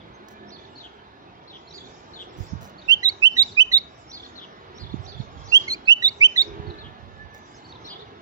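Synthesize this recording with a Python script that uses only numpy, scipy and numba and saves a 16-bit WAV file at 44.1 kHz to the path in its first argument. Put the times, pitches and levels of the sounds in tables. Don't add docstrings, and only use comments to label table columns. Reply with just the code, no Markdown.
import sys
import numpy as np
from scipy import signal
from scipy.fft import rfft, irfft, next_fast_len
from scipy.io import wavfile
from scipy.ndimage import uniform_filter1d, minimum_filter1d, map_coordinates
from numba import njit

SR = 44100
rng = np.random.default_rng(int(sys.argv[2]) if len(sys.argv) > 2 else 0)


def waveform_to_disk(signal):
    frames = np.transpose(np.atleast_2d(signal))
    scaled = np.clip(frames, -1, 1) * 32767
    samples = np.round(scaled).astype(np.int16)
    wavfile.write(sys.argv[1], SR, samples)


def elevation(decibels):
    levels = np.asarray(decibels, float)
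    return 10 ** (levels / 20)


N = 362061
T = np.arange(N) / SR

# step time in seconds, step duration scale in seconds, first, knee and top pitch in Hz, relative dB.
LOW_NOTES = [(2.919, .008, 2640, 2800, 3115, -4), (3.258, .0035, 2540, 2770, 3040, 0),
             (3.605, .0025, 2400, 2670, 3012, -3), (5.556, .011, 2690, 2800, 3270, -3),
             (5.912, .004, 2560, 2760, 2965, 0), (6.243, .003, 2150, 2800, 3045, -3)]
# seconds from the step, relative dB.
LOW_EFFORT = [(-.041, -60), (-.035, -24), (-.027, -9), (-.018, -7), (-.006, 0), (.012, 0), (.021, -3),
              (.025, -13), (.028, -17), (.031, -42)]
# start in seconds, dip in seconds after it, arch, dip and flick pitch in Hz, relative dB.
HIGH_NOTES = [(3.028, .034, 4080, 3650, 4400, -11), (3.364, .032, 3960, 3560, 4520, -9),
              (3.715, .028, 4110, 3555, 4400, -10), (5.676, .037, 4360, 4000, 4800, -23),
              (6.02, .034, 3950, 3530, 4430, -11), (6.358, .028, 4060, 3450, 4425, -11)]
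# seconds from the start, pitch share (0 dip, 1 arch or flick),
# relative dB, half-pitch tone in relative dB.
HIGH_SHAPE = [(-.002, .5, -55, -65), (.002, .55, -30, -34), (.006, .72, -18, -22), (.011, .97, -13, -29),
              (.016, 1, -10, -38), (.023, .3, -3, -50), (.032, 0, 1, -50), (.043, .24, -1, -54),
              (.061, .36, 0, -52), (.064, .6, -9, -44), (.067, .97, -12, -31), (.071, 1, -15, -32),
              (.079, 1, -45, -65)]
# relative dB at the right port of 1.5, 2, 3, 4 and 5 times the pitch.
OVERTONE_DB = [(-41, -32, -48, -60, -50), (-44, -38, -50, -42, -70), (-22, -33, -50, -60, -70)]
# multiple of the pitch, left minus right in dB.
OVERTONE_SHADE = [(1.5, -16.5), (2, -15), (3, -19), (4, -16.5), (5, -25)]
# Hz, left minus right in dB before a note's shading factor.
WHISTLE_SHADOW = [(2200, -5), (2560, -8), (2720, -22), (2860, -5), (2950, -5), (3040, -9), (3200, -10),
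                  (3600, -4), (3800, -8), (3950, -17), (4200, -3), (4600, -6)]
# Hz, dB.
TRACT = [(7500, -22), (9200, 6), (11800, -4), (15000, 4.5), (16500, -6)]
# Hz, relative dB per Hz.
BREATH = [(4000, -24), (6000, 0.5), (9500, 11.5), (11800, -19), (15000, 16), (16500, -19)]
# multiple of the pitch, dB above the half-pitch tone.
BROKEN = [(1.5, -24.5), (2.5, -37.5)]

# start in seconds, length in seconds, scratch and knock in relative dB.
HOPS = [(.284, .008, -52, -60), (.305, .04, -64, -60), (2.37, .12, -62, -62), (2.608, .08, -56, -54),
        (2.695, .008, -58, -58), (7.338, .035, -61, -50), (7.376, .018, -64, -54)]
# Hz, width in Hz, relative dB.
BARS = [(620, 60, -2), (820, 70, 0), (1900, 300, -18), (3600, 500, -22)]
# Hz, relative dB per Hz.
SCRATCH = [(1000, 9), (4000, -3), (6200, 7), (8500, -8), (12000, -12.5), (15000, 0), (16000, -7)]

# start in seconds, length in seconds, first, middle and last pitch in Hz,
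# relative dB, buzz 0-1.
CHIRP_ARCS = [(0, .023, 3800, 4250, 4050, -4, .5), (.021, .03, 4000, 3720, 3450, 0, .55),
              (.054, .05, 3050, 3200, 2800, -1, 1)]
CHIRRUP_ARCS = [(-.05, 0.046, 5080, 5490, 5700, -17.5, .2), (-.03, 0.029, 5190, 5550, 5500, -13, .8),
                (-.01, 0.0067, 3280, 3790, 4200, -3.5, .1), (0, .046, 4250, 4330, 4280, -6, .15),
                (0, .046, 4740, 4720, 4620, -5, .15), (.043, .016, 4300, 3700, 3250, -2, .15),
                (.071, .016, 3200, 3500, 3250, -5, .2), (.104, .014, 3250, 3500, 3800, -5, .15),
                (.118, .02, 4050, 4300, 4150, -10, .3), (.136, 0.0079, 4070, 3620, 3300, -3.5, .2)]
# start in seconds, level in dB, left minus right in dB.
CHIRPS = [(.775, -43, 4), (1.474, -44.5, 2), (2.133, -42, 3.5), (4.353, -43, 5), (6.78, -46, 2.5),
          (7.845, -41.5, 2)]
CHIRRUPS = [(0.514, -47.5, -8), (1.734, -41.5, -4), (4.125, -37, -0.5), (4.792, -41, -2),
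            (5.073, -44.5, -12), (5.483, -42.5, 0), (7.885, -40.5, -1)]
# start in seconds, length in seconds, reference pitch in Hz, dB.
ARCHES = [(.753, .022, 4460, -47.5), (1.67, .026, 4340, -50.5), (2.78, .025, 4510, -49),
          (2.816, .014, 3860, -47.5), (2.846, .032, 3790, -54), (3.548, .018, 3930, -44),
          (5.852, .032, 4380, -46), (6.665, .02, 4450, -54), (7.54, .02, 5250, -56),
          (7.642, .028, 4550, -51), (7.99, .03, 3850, -50)]
FALLS = [(0, .031, 3300, -55.5), (1.707, .009, 3850, -46), (3.468, .033, 3700, -44),
         (3.517, .018, 4150, -44.5), (6.47, .019, 5260, -56), (6.7, .013, 3930, -44),
         (7.546, .045, 6300, -59.5), (6.738, .01, 3700, -52), (8.02, .01, 3500, -50),
         (7.722, .007, 3850, -42.5), (7.752, .014, 3800, -47)]
PIPES = [(.138, .03, 6200, -64), (.33, .064, 2390, -59), (.719, .034, 2880, -61), (.968, .05, 3050, -61),
         (1.27, .053, 2535, -60), (5.371, .025, 3270, -58), (5.4, .036, 3290, -59), (7.682, .04, 4400, -54)]
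# peak in seconds, relative dB, seconds to rise 20 dB, seconds to fall 20 dB.
FLOCK = [(.55, -82, .2, .3), (.8, -76, .2, .15), (1.77, -67, .4, .6), (2.48, -64, .3, .12),
         (3.06, -72, .4, 2), (3.38, -64, .06, .15), (3.47, -70, 1, .17), (4.18, -71, .6, .5),
         (4.94, -75, .6, 2), (5.6, -58, .25, .13), (6.41, -59, .35, .11), (7.5, -70, .5, .8)]
# Hz, seconds to decay 60 dB.
PALMS = [(1500, 0.39), (4000, 0.36), (9000, 0.1)]

# peak in seconds, relative dB, seconds to rise 20 dB, seconds to fall 20 dB.
GUSTS = [(2.408, -27, .03, .045), (2.532, -31.5, .035, .12), (4.84, -40, .1, .14),
         (4.942, -32.5, .04, .145), (5.204, -30, .07, .04), (5.488, -40, .27, .04),
         (5.618, -47.5, .03, .045), (5.69, -46, .04, .06), (6.522, -39.5, .1, .045),
         (6.606, -46.5, .1, .13), (6.686, -36, .03, .09), (6.898, -42, .22, .09), (7.032, -41.5, .04, .15),
         (7.178, -47, .03, .25), (7.29, -49, .2, .04)]
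# Hz, relative dB per Hz.
BUFFET = [(20, -30), (45, -3), (90, 6), (160, -4.5), (300, -28), (600, -67)]
# time in seconds, peak in dB at the right port, width in seconds.
PUFFS = [(2.401, -29, 0.008), (2.535, -16, 0.0015), (4.943, -12.5, .0011), (5.204, -16.5, .0017),
         (6.601, -20, 0.0019), (6.676, -25, 0.0028)]

# time in seconds, relative dB.
TOWN = [(0, -52.5), (1.42, -54.5), (2.56, -51.5), (4.09, -54), (4.78, -50.5), (5.19, -52.5), (5.6, -50),
        (6.2, -54), (6.61, -48.5), (7.18, -54), (7.84, -51.5), (8.21, -52.5)]
# Hz, relative dB per Hz.
HUM = [(24, -35.5), (40, -5), (91, 1), (335, -3), (526, -5), (805, -2), (1700, -10), (2670, -17.5),
       (3110, -17), (3800, -15.5), (4090, -20.5), (4410, -24), (6420, -36.5), (7840, -53.5), (15800, -52.5)]
# Hz, left-right likeness 0-1.
ALIKE = [(60, 1), (300, 0.88), (1000, 0.52), (3000, 0.66), (8000, .2)]
# time in seconds, relative dB.
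HORN = [(6.42, -52.5), (6.5, -46.5), (6.6, -48), (6.72, -45.5), (6.76, -60), (6.9, -62)]
# Hz, relative dB.
HORN_TONES = [(330, 1), (357, -6.5), (414.5, 3), (808, -16)]
# peak in seconds, relative dB, seconds to rise 20 dB, seconds to fall 20 dB.
SQUEAL = [(.36, -62, .14, .12), (.69, -69, .8, .08), (6.69, -69, .7, .2), (6.794, -61, .06, .4),
          (7.206, -58, .15, .35), (7.375, -62, .12, .015)]
# time in seconds, relative dB.
DRONE = [(0, -61.5), (.5, -54.5), (.9, -79), (1.1, -80)]


def unit(x):
    return x / np.sqrt(np.mean(x ** 2) + 1e-20)


def along(points, hz):
    f, v = np.transpose(points)
    return np.interp(np.log(hz + 1), np.log(f + 1), v)


def level(points):
    s, db = np.transpose(points)
    return elevation(np.interp(T, s, db, -200, -200))


def swells(rows):
    t = T[::32]
    gain = sum(elevation(db - 20 * np.maximum((s - t) / rise_s, (t - s) / fall_s))
               for s, db, rise_s, fall_s in rows)
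    return np.interp(T, t, gain)


def wobble(knots_per_s):
    knots = rng.standard_normal(int(N * knots_per_s / SR) + 4)
    return map_coordinates(knots, [T * knots_per_s])


def filtered(x, response):
    m = next_fast_len(N + SR // 2)
    return irfft(rfft(x, m) * response(np.fft.rfftfreq(m, 1 / SR)), m)[..., :N]


def resonance(hz, centre_hz, width_hz):
    damping = 1j * hz * width_hz
    return damping / (centre_hz ** 2 - hz * hz + damping)


def noise(spectrum):
    return unit(filtered(rng.standard_normal(N), lambda hz: elevation(along(spectrum, hz))))


def late(x, lag_s):
    return filtered(x, lambda hz: np.exp(-2j * np.pi * hz * lag_s))


def echo(x, gap_s):
    hz, t, z = signal.stft(rng.standard_normal((2, SR // 2)), SR, nperseg=256)
    decay = elevation(-60 * t / along(PALMS, hz)[:, None])
    tail = signal.istft(z * decay, SR, nperseg=256)[1]
    tail = tail / np.linalg.norm(tail[0])
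    delayed = np.pad(x, (round(gap_s * SR), 0))[None]
    return signal.fftconvolve(delayed, tail, axes=1)[:, :N]


def low_notes():
    climb_s, climb_bend = .04, 1.4
    half_db = -50
    shade_before, shade_after, move_s = 1.1, .72, 4.5
    at, effort_db = np.transpose(LOW_EFFORT)
    t = np.arange(at[0], at[-1], 1 / SR)
    effort = np.interp(t, at, elevation(effort_db / 2)) ** 2
    for s, step_s, first_hz, knee_hz, top_hz, db in LOW_NOTES:
        climb = np.clip(1 + t / climb_s, 0, 1) ** climb_bend
        step = (1 + np.tanh(t / step_s)) / 2
        hz = first_hz + (knee_hz - first_hz) * climb + (top_hz - knee_hz) * step
        shade = shade_after if s > move_s else shade_before
        yield s + t[0], hz, elevation(db) * effort, elevation(half_db) * effort ** .2, shade, 0


def high_notes():
    shape_dip_s, flick_s = .032, .064
    turned_db, facing_db = -24, -11
    at, share, effort_db, half_db = np.transpose(HIGH_SHAPE)
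    t = np.arange(at[0], at[-1], 1 / SR)
    for s, dip_s, arch_hz, dip_hz, flick_hz, db in HIGH_NOTES:
        shade = np.clip((db - turned_db) / (facing_db - turned_db), 0, 1)
        u = t + np.interp(t, [0, dip_s, flick_s], [0, shape_dip_s - dip_s, 0])
        effort = np.interp(u, at, elevation(effort_db / 2)) ** 2
        half = np.interp(u, at, elevation(half_db / 2)) ** 2
        crest_hz = np.where(t < dip_s, arch_hz, flick_hz)
        hz = dip_hz + (crest_hz - dip_hz) * np.interp(u, at, share)
        yield s + t[0], hz, elevation(db) * effort, half, shade, 1 + (shade < .5)


def melody():
    flutter_db, flutter_knots_per_s = 1.1, 150
    pitch_hz = np.full(N, 3000.)
    right, left, half = np.zeros((3, N))
    kind = np.zeros(N, int)
    for notes in (low_notes(), high_notes()):
        for s, hz, gain, half_gain, shade, which in notes:
            span = slice(round(s * SR), round(s * SR) + len(hz))
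            pitch_hz[span], right[span], half[span], kind[span] = hz, gain, half_gain, which
            shadow = elevation(shade * along(WHISTLE_SHADOW, hz))
            left[span] = gain * uniform_filter1d(shadow, size=220)
    right = right * elevation(flutter_db * wobble(flutter_knots_per_s))
    left = left * elevation(flutter_db * wobble(flutter_knots_per_s))
    return pitch_hz, np.sqrt(2) * right, np.sqrt(2) * left, np.sqrt(2) * half, kind


def bulbul():
    pitch_hz, right, left, half, kind = melody()
    pitch_hz = pitch_hz * (1 + 0.0011 * wobble(250))
    phase = 2 * np.pi * np.cumsum(pitch_hz) / SR
    roughness = 1 + elevation(-41.5) * wobble(3000)
    voice = np.array([left, right]) * roughness * np.sin(phase)
    for (k, side_db), own_db in zip(OVERTONE_SHADE, np.transpose(OVERTONE_DB)):
        tract_db = (k > 2) * along(TRACT, k * pitch_hz)
        overtone_db = own_db[kind] + tract_db + 3.5 * wobble(120) + [[side_db], [0]]
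        voice = voice + right * elevation(overtone_db) * np.sin(k * phase)
    voice = voice + right * elevation([[-62], [-50]]) * noise(BREATH)
    broken = np.sin(phase / 2) + sum(elevation(db) * np.sin(k * phase) for k, db in BROKEN)
    voice = voice + half * elevation([[-5], [0]]) * broken

    dull = filtered(voice[1], lambda hz: 1 / (1 + (hz / 6500) ** 4))
    wall = elevation([[-31], [-27]]) * np.array([late(dull, lag_s=.041), late(dull, lag_s=.036)])
    ring = elevation([[-21], [-19]]) * filtered(dull, lambda hz: resonance(hz, 3015, 14))
    direct = np.array([late(voice[0], lag_s=.00018), voice[1]])
    return direct + wall + ring + elevation([[-29.5], [-31]]) * echo(dull, gap_s=.01)


def hops():
    scratch, knock = np.zeros((2, N))
    for s, length_s, scratch_db, knock_db in HOPS:
        count = round(length_s * SR)
        u = np.arange(count) / (length_s * SR)
        grains = unit(rng.standard_normal(count) * elevation(4.5 * wobble(600)[:count]))
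        clump = grains * np.minimum(25 * u, 1) * (1 - u) ** 0.36
        start = round(s * SR)
        scratch[start:start + count] += elevation(scratch_db) * clump
        knock[start:start + count] += elevation(knock_db) * clump

    def wood(hz):
        return sum((-1) ** k * elevation(db) * resonance(hz, centre_hz, width_hz)
                   for k, (centre_hz, width_hz, db) in enumerate(BARS))

    both = filtered(scratch, lambda hz: elevation(along(SCRATCH, hz) + 5)) + elevation(20) * filtered(knock, wood)
    direct = np.array([late(both, lag_s=.0002), elevation(1.5) * both])
    return direct + elevation(-12) * echo(both, gap_s=.005)


def add_arc(out, s, length_s, first_hz, middle_hz, last_hz, db, buzz):
    u = np.arange(round(length_s * SR)) / (length_s * SR)
    hz = first_hz * (1 - u) * (1 - 2 * u) + middle_hz * 4 * u * (1 - u) + last_hz * u * (2 * u - 1)
    drift = np.interp(u, np.linspace(0, 1, 8), rng.standard_normal(8))
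    beat = np.sin(2 * np.pi * (190 * u * length_s + rng.random() + .2 * drift))
    phase = 2 * np.pi * np.cumsum(hz + buzz * (300 * beat + 110 * drift)) / SR
    tone = np.sin(phase) * (1 + .6 * buzz * beat)
    part = out[..., round(s * SR):][..., :len(u)]
    part += (np.sqrt(2) * elevation(db) * np.sin(np.pi * u) ** .5 * tone)[..., :part.shape[-1]]


def calling_sparrow(arcs, calls, left_lag_s):
    bird = np.zeros((2, N))
    for s, db, side_db in calls:
        sides_db = np.array([[side_db / 2], [-side_db / 2]])
        for start_s, length_s, *hz, arc_db, buzz in arcs:
            arc_hz = np.multiply(hz, rng.normal(1, 0.0097))
            add_arc(bird, s + start_s, length_s, *arc_hz, db + arc_db + rng.normal(0, 1.8) + sides_db, buzz)
    return np.array([late(bird[0], left_lag_s), bird[1]])


def far_flock():
    between_bouts_db = -90
    far = np.zeros(N)
    for s, size, *bend in rng.random((900, 6)):
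        hz = 3800 + 2700 * bend[0] + 1200 * np.array(bend[1:])
        add_arc(far, s * T[-1], .01 + 0.042 * bend[1], *hz, 10 * size, buzz=0.54)
    far = unit(far) * (swells(FLOCK) + elevation(between_bouts_db))
    return elevation(-4.5) * far + elevation(6) * echo(far, gap_s=0.0033)


def sparrows():
    near = calling_sparrow(CHIRP_ARCS, CHIRPS, left_lag_s=-.00039)
    near = near + calling_sparrow(CHIRRUP_ARCS, CHIRRUPS, left_lag_s=.00016)
    kinds = ((ARCHES, (.88, 1, .86), .2), (FALLS, (1.07, 1, .9), .4), (PIPES, (.995, 1, .995), .3))
    for notes, bend, buzz in kinds:
        for s, length_s, hz, db in notes:
            add_arc(near, s, length_s, *np.multiply(bend, hz), db, buzz)
    return near + elevation(-10) * echo(near[1], gap_s=.004) + far_flock()


def wind():
    buffeting = unit(noise(BUFFET) * elevation(2.3 * wobble(30)))
    pressure = buffeting * swells(GUSTS) * elevation(4.5)
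    for s, db, width_s in PUFFS:
        u = (T - s) / width_s
        pressure = pressure + elevation(db) * (u * u - 1) * np.exp(-u * u / 2)
    return np.array([elevation(-27) * pressure, pressure])


def traffic():
    z = signal.stft(np.array([noise(HUM), noise(HUM)]), nperseg=2048)[2]
    patches = uniform_filter1d(rng.standard_normal(z.shape[1:]), 3, 0)
    patches = unit(uniform_filter1d(patches, 7, 1))
    shared, own = signal.istft(z * elevation(2.77 * patches), nperseg=2048)[1][:, :N]

    def alike(hz):
        return np.clip(along(ALIKE, hz), 0, 1)

    left = filtered(shared, alike) + filtered(own, lambda hz: np.sqrt(1 - alike(hz) ** 2))
    hum = level(TOWN) * elevation(6) * np.array([left, shared])
    return filtered(hum, lambda hz: elevation(5.1 * np.exp(-((hz - 390) / 70) ** 2)))


def horn():
    tones = sum(elevation(db + 2.7 * wobble(25)) * np.sin(2 * np.pi * hz * T + 1.37 * wobble(25))
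                for hz, db in HORN_TONES)
    return np.sqrt(2) * level(HORN) * tones


def brake_squeal():
    phase = 2 * np.pi * np.cumsum(1730 + 14 * wobble(30)) / SR
    squeal = swells(SQUEAL) * elevation(11.5 + 2.4 * wobble(28)) * np.sin(phase)
    return np.sqrt(2) * elevation([[-4], [0]]) * squeal


def engine():
    return np.sqrt(2) * level(DRONE) * elevation(3 * wobble(14.3)) * np.sin(2 * np.pi * 210 * T + wobble(11))


def town():
    left, right = traffic() + horn() + brake_squeal() + engine()
    return np.array([elevation(-2.0) * late(left, lag_s=0.0004), right])


def scene():
    return bulbul() + hops() + sparrows() + wind() + town()


@njit
def recover(needed, speed):
    gain = needed.copy()
    for i in range(1, len(gain)):
        gain[i] = min(needed[i], gain[i - 1] + speed * (1 - gain[i - 1]))
    return gain


def top_cut(x):
    return signal.sosfilt(signal.butter(12, 16470, fs=SR, output="sos"), x)


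def record(dry):
    x = filtered(dry, lambda hz: 1 / np.sqrt(1 + (45 / (hz + 1)) ** 6))
    needed = np.minimum(1, .77 / (np.abs(x).max(0) + 1e-9))
    held = minimum_filter1d(needed, size=1400, origin=600)
    gain = uniform_filter1d(recover(held, 1 / (0.01 * SR)), size=90)
    return top_cut(x * gain)


dry = scene()
out = record(dry)
waveform_to_disk(out)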